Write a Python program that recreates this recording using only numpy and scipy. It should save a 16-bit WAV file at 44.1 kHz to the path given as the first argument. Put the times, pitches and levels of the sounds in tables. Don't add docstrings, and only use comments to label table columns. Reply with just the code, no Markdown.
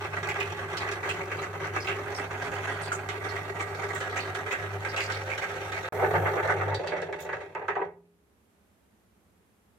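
import sys
import numpy as np
from scipy import signal
from scipy.fft import rfft, irfft, next_fast_len
from scipy.io import wavfile
from scipy.ndimage import uniform_filter1d, map_coordinates

SR = 44100
rng = np.random.default_rng(int(sys.argv[2]) if len(sys.argv) > 2 else 0)


def wav_record(signal):
    frames = np.transpose(np.atleast_2d(signal))
    bounded = np.clip(frames, -1, 1)
    quanta = np.round(bounded * 32767).astype(np.int16)
    wavfile.write(sys.argv[1], SR, quanta)


N = 431298
TIME_S = np.arange(N) / SR
DROP_START, DROP_END, SWITCH_OFF, WHEEL_STOP = 5.889, 5.923, 6.785, 7.85
MAINS_HZ, WHEEL_HZ, EDGES_PER_TURN = 50, 8.74, 5
CRUNCH_LENGTH_S, CRUNCH_SWELL_S = 0.009, 0.008

# f/Hz, t60/s
ROOM_DECAY = [(200, 0.56), (420, 0.42), (800, 0.32), (2000, 0.29), (3600, 0.25), (6000, 0.14),
              (14000, 0.38)]
# f/Hz, density/dB
AIR_COLOUR = [(15, -39), (25, -35.5), (64, -2.5), (107, -6.5), (126, -18), (199, -4), (254, -10.5),
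              (448, -13.5), (527, -17.5), (603, -17), (856, -20), (1320, -23), (5070, -36), (12700, -34),
              (15800, -49)]
# f/Hz, side minus mid/dB
AIR_WIDTH = [(60, -10.5), (110, -6), (200, -14), (380, -4), (700, -3), (1290, -1), (2380, 1), (4400, -1),
             (8120, 2), (15000, -4)]
MACHINE_WIDTH = [(100, -19), (250, -22), (400, -14), (700, -6.5), (1400, -2.5), (2200, 0.5), (4000, 0),
                 (14000, 0)]
# f/Hz, left minus right/dB
BALANCE = [(60, 3.5), (200, -1.5), (400, -0.5), (800, -1.5), (1300, -1.5), (2300, -5.5), (4400, -3),
           (8000, -4.5), (15000, -2)]

# f/Hz, width/Hz, level/dB
TABLE_MODES = [(79.5, 21, -4), (97.6, 8.6, 5.5), (153.1, 5.8, 3.5), (170.4, 3.9, 1.5), (243.6, 20, -9.5)]
# t/s, lift/dB, half width/s
JOLTS = [(2.5, 17, 0.044), (6.19, 9, 0.078)]
# t/s, level/dB
HUM_LEVEL = [(0.0, -41.5), (0.3, -43.5), (0.85, -44.5), (1.2, -46), (1.65, -41.5), (2.3, -47.5),
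             (2.7, -41.5), (3.2, -45), (3.6, -43.5), (4.45, -46), (4.76, -37.5), (5.0, -48), (5.13, -39),
             (5.4, -45.5), (5.65, -44.5), (5.85, -47.5), (6.0, -39), (6.25, -31), (6.34, -42.5),
             (6.74, -31.5), (6.78, -34)]
# multiple of the mains, level/dB
HUM_PARTIALS = [(2, 0), (3, -16), (4, -38), (8, -9.5), (12, -23)]
# t/s, gain/dB, half width/s
HUM_DIPS = [(2.5, -10, 0.041), (4.54, -20, 0.037), (5.46, -20, 0.034), (6.4, -11, 0.019)]

# f/Hz, density/dB
HISS_COLOUR = [(3000, -58.5), (7000, -11), (11500, -11), (13000, -2.5), (14200, -9), (15800, -12)]
CLICK_COLOUR = [(500, -36), (3000, 2.5), (7000, 7), (10500, -7), (13500, -13), (15600, 1)]
# f/Hz, share of the sparkle
SPARKLE_SHELF = [(9000, 0), (15300, 1)]
# t/s, level/dB, sparkle/dB
CLICKS = [(0.167, -50, -10), (0.274, -47, -14), (0.289, -45, 6.5), (0.343, -51, -10.5), (0.402, -44.5, 7),
          (0.458, -51.5, -11), (0.503, -54, -8.5), (0.771, -46, -13), (0.889, -51, -12),
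          (0.916, -45.5, -14), (1.06, -54.5, 6), (1.091, -45, 5), (1.257, -53, -11.5), (1.417, -52, -3.5),
          (1.761, -52, -6.5), (1.869, -53, 4), (2.147, -47.5, -12.5), (2.188, -56, 5), (2.517, -51, -10.5),
          (2.817, -48.5, -10), (2.86, -48.5, -13), (2.919, -51, 5), (3.089, -46, -6.5), (3.362, -53, 2),
          (3.608, -46, -13), (3.822, -57, -10), (3.89, -49, -11), (3.951, -47.5, 7), (4.005, -47.5, -2.5),
          (4.163, -48, -2.5), (4.205, -50, -10), (4.347, -52, -10), (4.522, -46.5, 6.5),
          (4.738, -55.5, -10.5), (4.85, -53.5, -6), (5.039, -43.5, -15), (5.122, -43.5, -16),
          (5.236, -50, -12), (5.304, -54, 4), (5.35, -51, -8), (5.44, -52.5, -9), (6.476, -51, -9.5),
          (6.745, -51, -6), (6.872, -51, -11), (7.018, -50.5, -15), (7.127, -57.5, -18), (7.55, -56.5, -23),
          (7.681, -57, -21.5)]
# t/s, f/Hz, level/dB
PINGS = [(1.092, 7740, -48), (2.922, 7550, -43), (3.09, 3600, -43), (6.746, 4600, -39.5),
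         (6.873, 4640, -44)]
# t/s, f/Hz, level/dB, length/s
SQUELCHES = [(0.287, 2200, -29.5, 0.016), (0.401, 2330, -31, 0.014), (0.77, 4800, -39.5, 0.0095),
             (0.8, 3900, -44, 0.015), (0.908, 5250, -50.5, 0.014), (1.09, 2730, -31.5, 0.011),
             (1.094, 4500, -52, 0.02), (1.097, 7400, -49, .012), (1.388, 3680, -47, 0.0096),
             (1.421, 6550, -50.5, 0.011), (1.801, 5000, -44, 0.024), (1.871, 2790, -34.5, 0.028),
             (2.147, 5260, -47, 0.025), (2.16, 8460, -53, 0.025), (2.819, 8260, -49.5, 0.025),
             (2.831, 4200, -47.5, 0.029), (2.917, 1440, -28.5, 0.012), (2.923, 7300, -41.5, 0.018),
             (3.089, 3020, -43, 0.022), (3.286, 4560, -45.5, 0.019), (3.606, 7200, -46.5, 0.011),
             (3.744, 4550, -52, 0.014), (3.94, 7150, -50, 0.042), (4.097, 4200, -51, 0.02),
             (4.165, 2120, -33, .018), (4.167, 6560, -46.5, 0.014), (4.2, 4270, -44.5, .018),
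             (4.51, 2270, -30.5, 0.015), (4.522, 7100, -47.5, 0.01), (4.885, 4770, -46.5, .016),
             (4.962, 2330, -30.5, 0.022), (4.99, 2250, -32.5, 0.019), (5.005, 4630, -42.5, 0.029),
             (5.013, 7200, -50, 0.027), (5.112, 4500, -43, 0.03), (5.295, 2150, -35, 0.02),
             (5.415, 2050, -35.5, 0.015), (6.745, 4220, -43.5, 0.011), (6.871, 4110, -47, 0.015),
             (7.201, 6600, -53.5, 0.027)]

# f/Hz, width/Hz, lift/dB
IRON_MODES = [(404.4, 56, 4.5), (520.5, 31, 4.5), (600, 20, 4.5), (754, 71, 5), (882, 38, 4), (1288, 15, 6),
              (1501, 39, 7), (1638, 92, 9), (1765, 86, 1.5), (1790, 110, 2.5), (1920, 31, 7), (2155, 13, 3),
              (2654, 53, 4.5), (2905, 69, -6.5), (3640, 79, 2), (4450, 310, 5), (5760, 440, 9.5),
              (6680, 470, 4), (7600, 81, 1.5)]
# f/Hz, level/dB, t60/s
RING_MODES = [(174.1, -9, 1.1), (409, -10, 1.05), (526, -16.5, .9), (720, -19, .7), (921, -10, 0.31),
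              (1264, -15.5, .55), (1460, -19, .35)]
# f/Hz, density/dB
PACKED_COLOUR = [(130, -55), (220, -6.5), (332, -7), (395, 1.5), (466, -6), (728, -9), (1060, -13),
                 (1180, -3), (1810, -10.5), (1980, -5), (3150, -20.5), (5020, -35.5), (7570, -35),
                 (10300, -41.5), (15800, -63)]
HOLLOW_COLOUR = [(220, -30), (310, -15.5), (410, -0.5), (500, -8), (609, -8), (680, -13.5), (820, -2.5),
                 (1060, -19.5), (1200, -2.5), (1600, -7), (2050, -7.5), (2500, -18.5), (3000, -28.5),
                 (3650, -32), (5000, -45.5), (8000, -43.5), (15800, -66)]
COASTING_COLOUR = [(220, -32), (310, -16), (410, 0.5), (500, -9.5), (609, -7), (680, -12.5), (840, -5.5),
                   (960, -8), (1060, -13), (1200, -5.5), (1600, -10), (2050, -6), (2450, -11), (3000, -22),
                   (3650, -21.5), (5000, -37.5), (7000, -36.5), (9000, -43.5), (15800, -69.5)]
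STRETCH_BOUNDS_S = [0, 1.0, 2.0, 3.05, 4.0, 4.8, DROP_START, 6.7, 7.5, 8.2]
# low/Hz, high/Hz
BANDS_HZ = [(290, 680), (680, 1050), (1050, 3000), (3000, 20000)]
# t/s, level/dB
EFFORT = [(0, 0.5), (5.88, -1), (5.93, 6.5), (6.02, 5.5), (6.5, 6.5), (6.62, 4.5), (6.87, 2.5), (7.1, -3.5),
          (7.36, -1.5), (7.5, -11), (7.8, -11)]
# t/s, gain/dB, half width/s
LULLS = [(0.11, -7.5, 0.024), (0.16, -3, .012), (0.205, -0.5, 0.017), (0.55, -3.5, 0.013),
         (0.665, -5, 0.026), (0.99, -5, 0.022), (1.28, -3, 0.042), (1.51, -6, 0.034), (1.585, -3.5, 0.015),
         (1.712, -5, 0.022), (1.83, -5, 0.018), (2.282, -4, 0.026), (2.5, -2, .018), (2.76, -4.5, 0.025),
         (2.905, -1, .018), (3.03, -2.5, 0.046), (3.195, -1.5, 0.017), (3.53, -5, 0.013),
         (4.32, -2.5, 0.0181), (4.44, -3, 0.031), (4.705, -2.5, .02), (4.785, -3.5, 0.014),
         (5.22, -2.5, 0.028), (5.63, 0.5, 0.017), (6.085, -2, .018), (6.32, -1, .022), (6.56, -4.5, 0.016),
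         (6.72, -3.5, 0.015), (7.115, -6, .015)]
# t/s, level/dB
TREBLE_SWING = [(0.0, -45.5), (0.46, -47), (0.57, -45.5), (1.0, -51), (1.1, -49), (1.54, -51),
                (1.65, -49.5), (1.8, -51), (2.39, -48), (2.7, -39), (3.06, -53.5), (3.81, -49),
                (4.11, -47.5), (4.65, -47), (4.88, -45.5), (5.04, -46.5), (5.65, -42), (5.88, -43.5)]
TREBLE_SHARE = [0.05, .1, .4, .55]
# thud/dB, clunk/dB, clank/dB, tick/dB
CHURN_DB = [(-42, -45, -45.5, -55.5), (-40, -47.5, -50.5, -61.5)]
CATCH_DB = [(-40.5, -40, -37.5, -53.5), (-35, -33, -42.5, -64.5)]
GRIND_DB = [(-41, -39.5, -37, -59), (-33.5, -31, -32, -65)]
FIRST_GRIND_S = [0.053, 6.035]
# t/s, level/dB
LUMPS = [(0.287, -36), (0.41, -38), (0.713, -36), (0.742, -39.5), (0.82, -32), (0.878, -30.5), (1.062, -32),
         (1.094, -33), (1.43, -32.5), (1.644, -32), (1.761, -26), (1.884, -27.5), (2.19, -32.5),
         (2.462, -38.5), (2.673, -33), (3.364, -32), (3.605, -30), (3.832, -32), (3.9, -33.5), (3.958, -33),
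         (4.165, -29.5), (4.29, -43.5), (4.531, -34.5), (4.665, -41), (4.855, -30.5), (4.985, -34),
         (5.301, -36), (5.425, -32.5), (5.447, -43.5), (5.768, -47), (6.039, -33.5), (6.158, -32),
         (6.272, -32), (6.497, -26)]
# t/s, level/dB, brightness/dB, extra thud/dB, chatter/s
STRIKES = [(0.132, -33.5, -4, -1, 0.0052), (0.168, -32.5, -2.5, -4, 0.0059), (0.23, -34.5, 4, 3, 0.009),
           (0.77, -37, 9.5, -4, 0.012), (0.915, -35, 8.5, -12, 0.0089), (1.03, -35, 0.5, 3, .012),
           (1.316, -31, 0, 0, .0074), (1.601, -40, -4, 6, .012), (1.737, -37, 0, 2, 0.0065),
           (1.847, -36.5, 4, 5, 0.0054), (2.309, -33, 1, 0, 0.0058), (2.42, -36.5, 3, 4, 0.027),
           (2.519, -37.5, 1, 14, 0.0066), (2.92, -33.5, -3, -3, 0.0065), (3.088, -32.5, 5.5, 1, 0.0081),
           (3.239, -38, 1.5, 4, 0.037), (4.003, -37, 3.5, 2, 0.026), (4.35, -31.5, 6, 0, 0.0084),
           (4.462, -33.5, 0, 6, .012), (5.099, -36, 5, 0, 0.02), (5.378, -34.5, 8, 0, .0065),
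           (5.72, -35, 4.5, -2, 0.019), (6.022, -33, -18.5, 3, 0.0096), (6.107, -36.5, -7, -3, 0.01),
           (6.137, -31.5, -14.5, 5, .012), (6.22, -55, -22.5, 4, 0.013), (6.43, -32.5, -1, 0, .012),
           (6.475, -30.5, -3, -6, .008), (6.68, -38.5, -0.5, 7, 0.013), (6.745, -43, 17, 0, 0.0043),
           (6.795, -43, -13, 11, .0056), (6.838, -38.5, -9, 6.5, 0.0079), (6.872, -35, 5.5, -1, .009),
           (6.918, -34.5, -8.5, 4.5, .026), (6.966, -32.5, -3, 6, 0.0085), (7.02, -36.5, 2.5, 13, 0.0089),
           (7.085, -47, -14, 9.5, 0.013), (7.127, -32, -2, 2.5, .006), (7.189, -44.5, 6.5, 5.5, .015),
           (7.256, -45, -7.5, 3.5, .012), (7.29, -32.5, -7, -3, .0094), (7.329, -31, -4.5, 2.5, 0.0096),
           (7.404, -40.5, -2, 5, .014), (7.55, -35.5, -12, -4.5, 0.014), (7.611, -44.5, -14.5, -1, .025),
           (7.683, -26, -7, -4.5, .0105), (7.753, -35, -5, 0.5, 0.008), (7.761, -35, -20.5, -7.5, 0.0072),
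           (7.793, -43, -24, -1, 0.0075), (7.815, -35.5, -18.5, -3.5, 0.0071)]
# offset/dB, dB per dB of brightness
BLOW_COLOUR = [(-6.5, -0.97), (-10.5, -1), (0, 0), (-15.5, 1.2845)]


def amp(db):
    return 10 ** (np.asarray(db) / 20)


def unit(x):
    return x / np.sqrt(np.mean(x ** 2) + 1e-20)


def along(points, hz):
    knots_hz, values = np.transpose(points)
    return np.interp(np.log(hz + 1), np.log(knots_hz + 1), values)


def curve(points):
    return np.interp(TIME_S, *np.transpose(points))


def bumps_db(rows):
    coarse_s = TIME_S[::64]
    gain_db = sum(db * np.exp(-((coarse_s - s) / width_s) ** 2) for s, db, width_s in rows)
    return np.interp(TIME_S, coarse_s, gain_db)


def wobble(rate_hz):
    coarse_s = TIME_S[::64]
    knots = rng.standard_normal(int(N * rate_hz / SR) + 4)
    return np.interp(TIME_S, coarse_s, map_coordinates(knots, [coarse_s * rate_hz]))


def filtered(x, response):
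    n = x.shape[-1]
    padded = next_fast_len(n + SR // 4)
    return irfft(rfft(x, padded) * response(np.fft.rfftfreq(padded, 1 / SR)), padded)[..., :n]


def causal(gain):
    cepstrum = irfft(np.log(np.maximum(gain, 1e-6)))
    half = len(cepstrum) // 2
    cepstrum[1:half] *= 2
    cepstrum[half + 1:] = 0
    return np.exp(rfft(cepstrum))


def stereo_noise(colour, width):
    mid = filtered(rng.standard_normal(N), colour)
    side = filtered(rng.standard_normal(N), lambda hz: colour(hz) * amp(along(width, hz)))
    return np.array([mid + side, mid - side]) / np.std(mid)


def room_paths(near_t60_s, direct_db, room_db, size=16384):
    t, hz = np.arange(size) / SR, np.fft.rfftfreq(size, 1 / SR)
    near = unit(rng.standard_normal((2, size)) * amp(-60 * t / near_t60_s))
    near[0, 0] += amp(direct_db) * np.sqrt(size)
    bins_hz, frames_s, noise = signal.stft(rng.standard_normal((2, size)), SR, nperseg=256)
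    decay = amp(-60 * frames_s / along(ROOM_DECAY, bins_hz)[:, None])
    tail = signal.istft(noise * decay, SR, nperseg=256)[1][:, :size]
    spectrum = rfft(np.array([unit(channel) for channel in near]) + amp(room_db) * unit(tail))
    spectrum[1] *= amp(along(MACHINE_WIDTH, hz))
    return hz, spectrum


def left_right(spectrum):
    mid, side = irfft(spectrum)
    return np.array([mid + side, mid - side]) / np.linalg.norm(mid)


def run_out_db(fall_db_per_s):
    return -fall_db_per_s * np.maximum(TIME_S - WHEEL_STOP, 0)


def auger_drive_db(slack_db=-0.5, slack_s=0.018):
    strikes_s = np.sort([row[0] for row in STRIKES] + [np.inf])
    wait_s = strikes_s[np.searchsorted(strikes_s, TIME_S)] - TIME_S
    lift_off_db = slack_db * np.exp(-(wait_s / slack_s) ** 2)
    treble_db, packed = curve(TREBLE_SWING), TIME_S < DROP_START
    swing_db = np.outer(TREBLE_SHARE, (treble_db - treble_db[packed].mean()) * packed)
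    return curve(EFFORT) + lift_off_db + bumps_db(LULLS) + swing_db


def background(running_db=-56, still_db=-66):
    level_db = np.interp(TIME_S, [DROP_START, SWITCH_OFF], [running_db, still_db])
    fade_db = -6.5 * np.exp(-((TIME_S - 7.89) / 0.34) ** 2)
    return amp(level_db + fade_db) * stereo_noise(lambda hz: amp(along(AIR_COLOUR, hz)), AIR_WIDTH)


def table_rumble(base_db=-50.5, effort_share=0.62, ease_db_per_s=1.0):
    def boards(hz):
        modes = sum((-1) ** k * amp(db) * 1j * hz * width_hz / (mode_hz**2 - hz**2 + 1j * hz * width_hz)
                    for k, (mode_hz, width_hz, db) in enumerate(TABLE_MODES))
        return modes / (1 + (hz / 330) ** 4) / (1 + (55 / (hz + 1)) ** 4)

    ease_db = ease_db_per_s * (DROP_START / 2 - TIME_S) * (TIME_S < DROP_START)
    level_db = base_db + effort_share * curve(EFFORT) + ease_db + run_out_db(fall_db_per_s=85)
    level_db += bumps_db(JOLTS) + .5 * bumps_db(HUM_DIPS)
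    return amp(level_db) * stereo_noise(boards, MACHINE_WIDTH)


def motor(cut_db_per_s=2100):
    hum = np.zeros(N)
    for multiple, db in HUM_PARTIALS:
        peak = np.sqrt(2) * amp(db + 0.55 * wobble(24))
        phase = 0.17 * wobble(8.2) + rng.uniform(0, 2 * np.pi)
        hum += peak * np.sin(2 * np.pi * multiple * MAINS_HZ * TIME_S + phase)
    cut_db = cut_db_per_s * np.maximum(TIME_S - SWITCH_OFF, 0)
    return hum * amp(curve(HUM_LEVEL) + bumps_db(HUM_DIPS) - cut_db)


def hiss(sizzle_db=-69, hiss_db=-58.5, hold_s=0.28, fade_db_per_s=28,
         spit_s=7.205, spit_db=-51, spit_rise_s=0.0042, spit_t60_s=0.18):
    age_s = TIME_S - spit_s
    rise = np.exp(np.minimum(age_s, 0) / spit_rise_s)
    spit = rise * amp(spit_db - 60 * np.maximum(age_s, 0) / spit_t60_s)
    fade_db = fade_db_per_s * np.maximum(TIME_S - DROP_END - hold_s, 0)
    level_db = np.where(TIME_S < DROP_END, sizzle_db + bumps_db(LULLS), hiss_db - fade_db)
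    envelope = amp(level_db) * (TIME_S < SWITCH_OFF) + spit
    return envelope * stereo_noise(lambda hz: amp(along(HISS_COLOUR, hz)), MACHINE_WIDTH)


def bright_click(sparkle_db):
    hz, paths = room_paths(near_t60_s=0.028, direct_db=-6, room_db=-10, size=4096)
    click = left_right(paths * causal(amp(along(CLICK_COLOUR, hz))))
    shelf = causal(amp(sparkle_db * along(SPARKLE_SHELF, hz)))
    return np.sqrt(0.004 * SR) * irfft(rfft(click) * shelf)


def crackle(base_db=-62, scatter_db=4.5, count=150):
    out, press_db = np.zeros((2, N)), auger_drive_db()[-1]
    starts = rng.integers(int(DROP_START * SR), size=count)
    for start, size, shine in zip(starts, *rng.standard_normal((2, count))):
        click = bright_click(sparkle_db=-7 + 5 * shine)
        out[:, start:][:, :click.shape[1]] += amp(base_db + press_db[start] + scatter_db * size) * click
    return out


def pings(t60_s=0.14, detune_hz=45):
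    out, t = np.zeros((2, N)), TIME_S[:SR // 4]
    for s, hz, db in PINGS:
        pair = sum(np.sin(2 * np.pi * ((hz + k * detune_hz) * t + rng.random((2, 1)))) for k in (-1, 1))
        out[:, int(s * SR):][:, :len(t)] += amp(db - 60 * t / t60_s) * pair
    return out


def clicks():
    out = np.zeros((2, N))
    for s, db, sparkle_db in CLICKS:
        click = bright_click(sparkle_db)
        out[:, int(s * SR):][:, :click.shape[1]] += amp(db) * click
    return out


def squelches(spray_hz=6930, spray_db=-21, ring_s=0.0012, scatter_db=4.5, count=56):
    out, t = np.zeros((2, N + SR)), TIME_S[:512]
    for s, pitch_hz, db, length_s in SQUELCHES:
        burst = np.zeros(SR // 6)
        clusters = [(pitch_hz, 0, min(0.096 * pitch_hz, 520)), (spray_hz, spray_db, 700)]
        for centre_hz, share_db, spread_hz in clusters:
            for when, detune, size in np.clip(rng.standard_normal((count, 3)), -2, 2):
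                bubble = np.exp(-t / ring_s) * np.sin(2 * np.pi * (centre_hz + spread_hz * detune) * t)
                start = int(abs(length_s * when) * SR)
                burst[start:][:len(t)] += amp(share_db + scatter_db * size) * bubble
        hz, paths = room_paths(near_t60_s=0.028, direct_db=-1.5, room_db=-3, size=8192)
        highpass = 1j * hz / (1j * hz + 900)
        sound = signal.fftconvolve(burst[None], left_right(paths * highpass), axes=1)
        sound *= amp(db) * np.sqrt(length_s * SR) / np.linalg.norm(sound.mean(axis=0))
        out[:, int(s * SR):][:, :sound.shape[1]] += sound
    return out[:, :N]


def churn_contacts(drive_db, rate_hz=1300, scatter_db=3, turn_db=-1, edge_db=3, uneven_db=0.74, spots=3):
    touches = (rng.random((spots, N)) < rate_hz / spots / SR) * rng.choice([-1, 1], (spots, N))
    angle = 2 * np.pi * WHEEL_HZ * TIME_S
    press_db = turn_db * np.cos(angle) + edge_db * np.cos(EDGES_PER_TURN * angle) + uneven_db * wobble(45)
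    touches = unit(touches * amp(press_db + scatter_db * rng.standard_normal((spots, N))))
    packed, hollow = amp(CHURN_DB)[:, :, None, None]
    gain = amp(drive_db + run_out_db(fall_db_per_s=393))[:, None] / np.sqrt(spots)
    return np.where(TIME_S < DROP_START, packed, hollow) * gain * touches


def blow_db(level_db, brightness_db):
    offset_db, tilt = np.transpose(BLOW_COLOUR)
    return level_db + offset_db + tilt * brightness_db


def knock_events(drive_db, catch_lead_s=0.043, catch_swell_s=0.004, scatter_db=1.0):
    knocks = [(s, blow_db(db, bright_db) + [thud_db, 0, 0, 0], chatter_s, 0)
              for s, db, bright_db, thud_db, chatter_s in STRIKES]
    knocks += [(s, blow_db(db, 0), CRUNCH_LENGTH_S, CRUNCH_SWELL_S) for s, db in LUMPS]
    runs = zip(FIRST_GRIND_S, [DROP_START, SWITCH_OFF], GRIND_DB, CATCH_DB)
    for first_s, end_s, grind_db, catch_db in runs:
        for turn_s in np.arange(first_s, end_s, 1 / WHEEL_HZ):
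            catch = (turn_s - catch_lead_s, catch_db, catch_swell_s)
            grind = (turn_s, grind_db, CRUNCH_SWELL_S)
            for s, band_db, swell_s in (catch, grind):
                push_db = drive_db[:, max(int(s * SR), 0)] + scatter_db * rng.standard_normal()
                knocks.append((s, band_db + push_db, CRUNCH_LENGTH_S, swell_s))
    return knocks


def knock_contacts(drive_db, first_db=7, scatter_db=2.5, count=28, spots=3):
    force = np.zeros((len(BANDS_HZ), spots, N))
    for s, band_db, chatter_s, swell_s in knock_events(drive_db):
        delay_s = -chatter_s * np.log(1 - (np.arange(count) + rng.random(count)) / count)
        delay_s[0] = 0
        strength = amp(scatter_db * rng.standard_normal(count)) * rng.choice([-1, 1], count)
        if swell_s == 0:
            strength[0] = amp(first_db) * np.sqrt(CRUNCH_LENGTH_S / chatter_s)
        delay_s += swell_s * rng.standard_normal(count)
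        strength *= np.sqrt(chatter_s * SR) / np.linalg.norm(strength)
        spot = rng.integers(spots, size=count)
        samples = np.clip(((s + delay_s) * SR).astype(int), 0, N - 1)
        force[:, spot, samples] += amp(band_db)[:, None] * strength
    return force


def iron_response(colour, low_hz, high_hz):
    hz, paths = room_paths(near_t60_s=0.057, direct_db=1, room_db=-7)
    lift_db = sum(db / (1 + (2 * (hz - mode_hz) / width_hz) ** 2) for mode_hz, width_hz, db in IRON_MODES)
    band = (1 + (low_hz / (hz + 1)) ** 16) ** -.5 * (1 + (hz / high_hz) ** 16) ** -.5
    return left_right(paths * causal(amp(along(colour, hz) + lift_db) * band))


def dough_damping(x, depth_db=2.07, full_depth_hz=2500):
    spectra = signal.stft(x, nperseg=512)[2]
    patch = np.outer(np.hanning(11), np.hanning(13))
    field = unit(signal.oaconvolve(rng.standard_normal(spectra.shape[1:]), patch, "same"))
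    treble = np.minimum(np.fft.rfftfreq(512, 1 / SR) / full_depth_hz, 1)[:, None]
    return signal.istft(spectra * amp(depth_db * treble * field), nperseg=512)[1][:, :N]


def grinder(ring_db=-44.5):
    drive_db = auger_drive_db()
    force = knock_contacts(drive_db) + churn_contacts(drive_db)
    body = np.zeros((2, N + SR))
    for start_s, end_s in zip(STRETCH_BOUNDS_S, STRETCH_BOUNDS_S[1:]):
        late_colour = HOLLOW_COLOUR if end_s < SWITCH_OFF else COASTING_COLOUR
        colour = PACKED_COLOUR if start_s < DROP_START else late_colour
        start, end = int(start_s * SR), int(end_s * SR)
        for edges_hz, spots in zip(BANDS_HZ, force):
            for blows in spots:
                response = iron_response(colour, *edges_hz)
                sound = signal.oaconvolve(blows[None, start:end], response, axes=1)
                body[:, start:start + sound.shape[1]] += sound
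    t, thuds = TIME_S[:SR], force[0].sum(axis=0)
    ring = sum(amp(db - 60 * t / t60_s) * np.sin(2 * np.pi * hz * t) for hz, db, t60_s in RING_MODES)
    return dough_damping(body[:, :N]) + amp(ring_db) * signal.oaconvolve(thuds, ring)[:N]


def scene():
    machine = grinder() + squelches() + clicks() + pings() + crackle() + motor() + table_rumble() + hiss()
    placed = filtered(machine, lambda hz: amp(np.outer([.5, -.5], along(BALANCE, hz))))
    return placed + background() * amp([[-.8], [.8]])


def record(dry, floor_db=-48, top_hz=15850):
    gate = uniform_filter1d(1. * ((TIME_S < DROP_START) | (TIME_S > DROP_END)), size=64)
    return filtered(dry * np.maximum(gate, amp(floor_db)), lambda hz: hz < top_hz)


dry = scene()
out = record(dry)
wav_record(out)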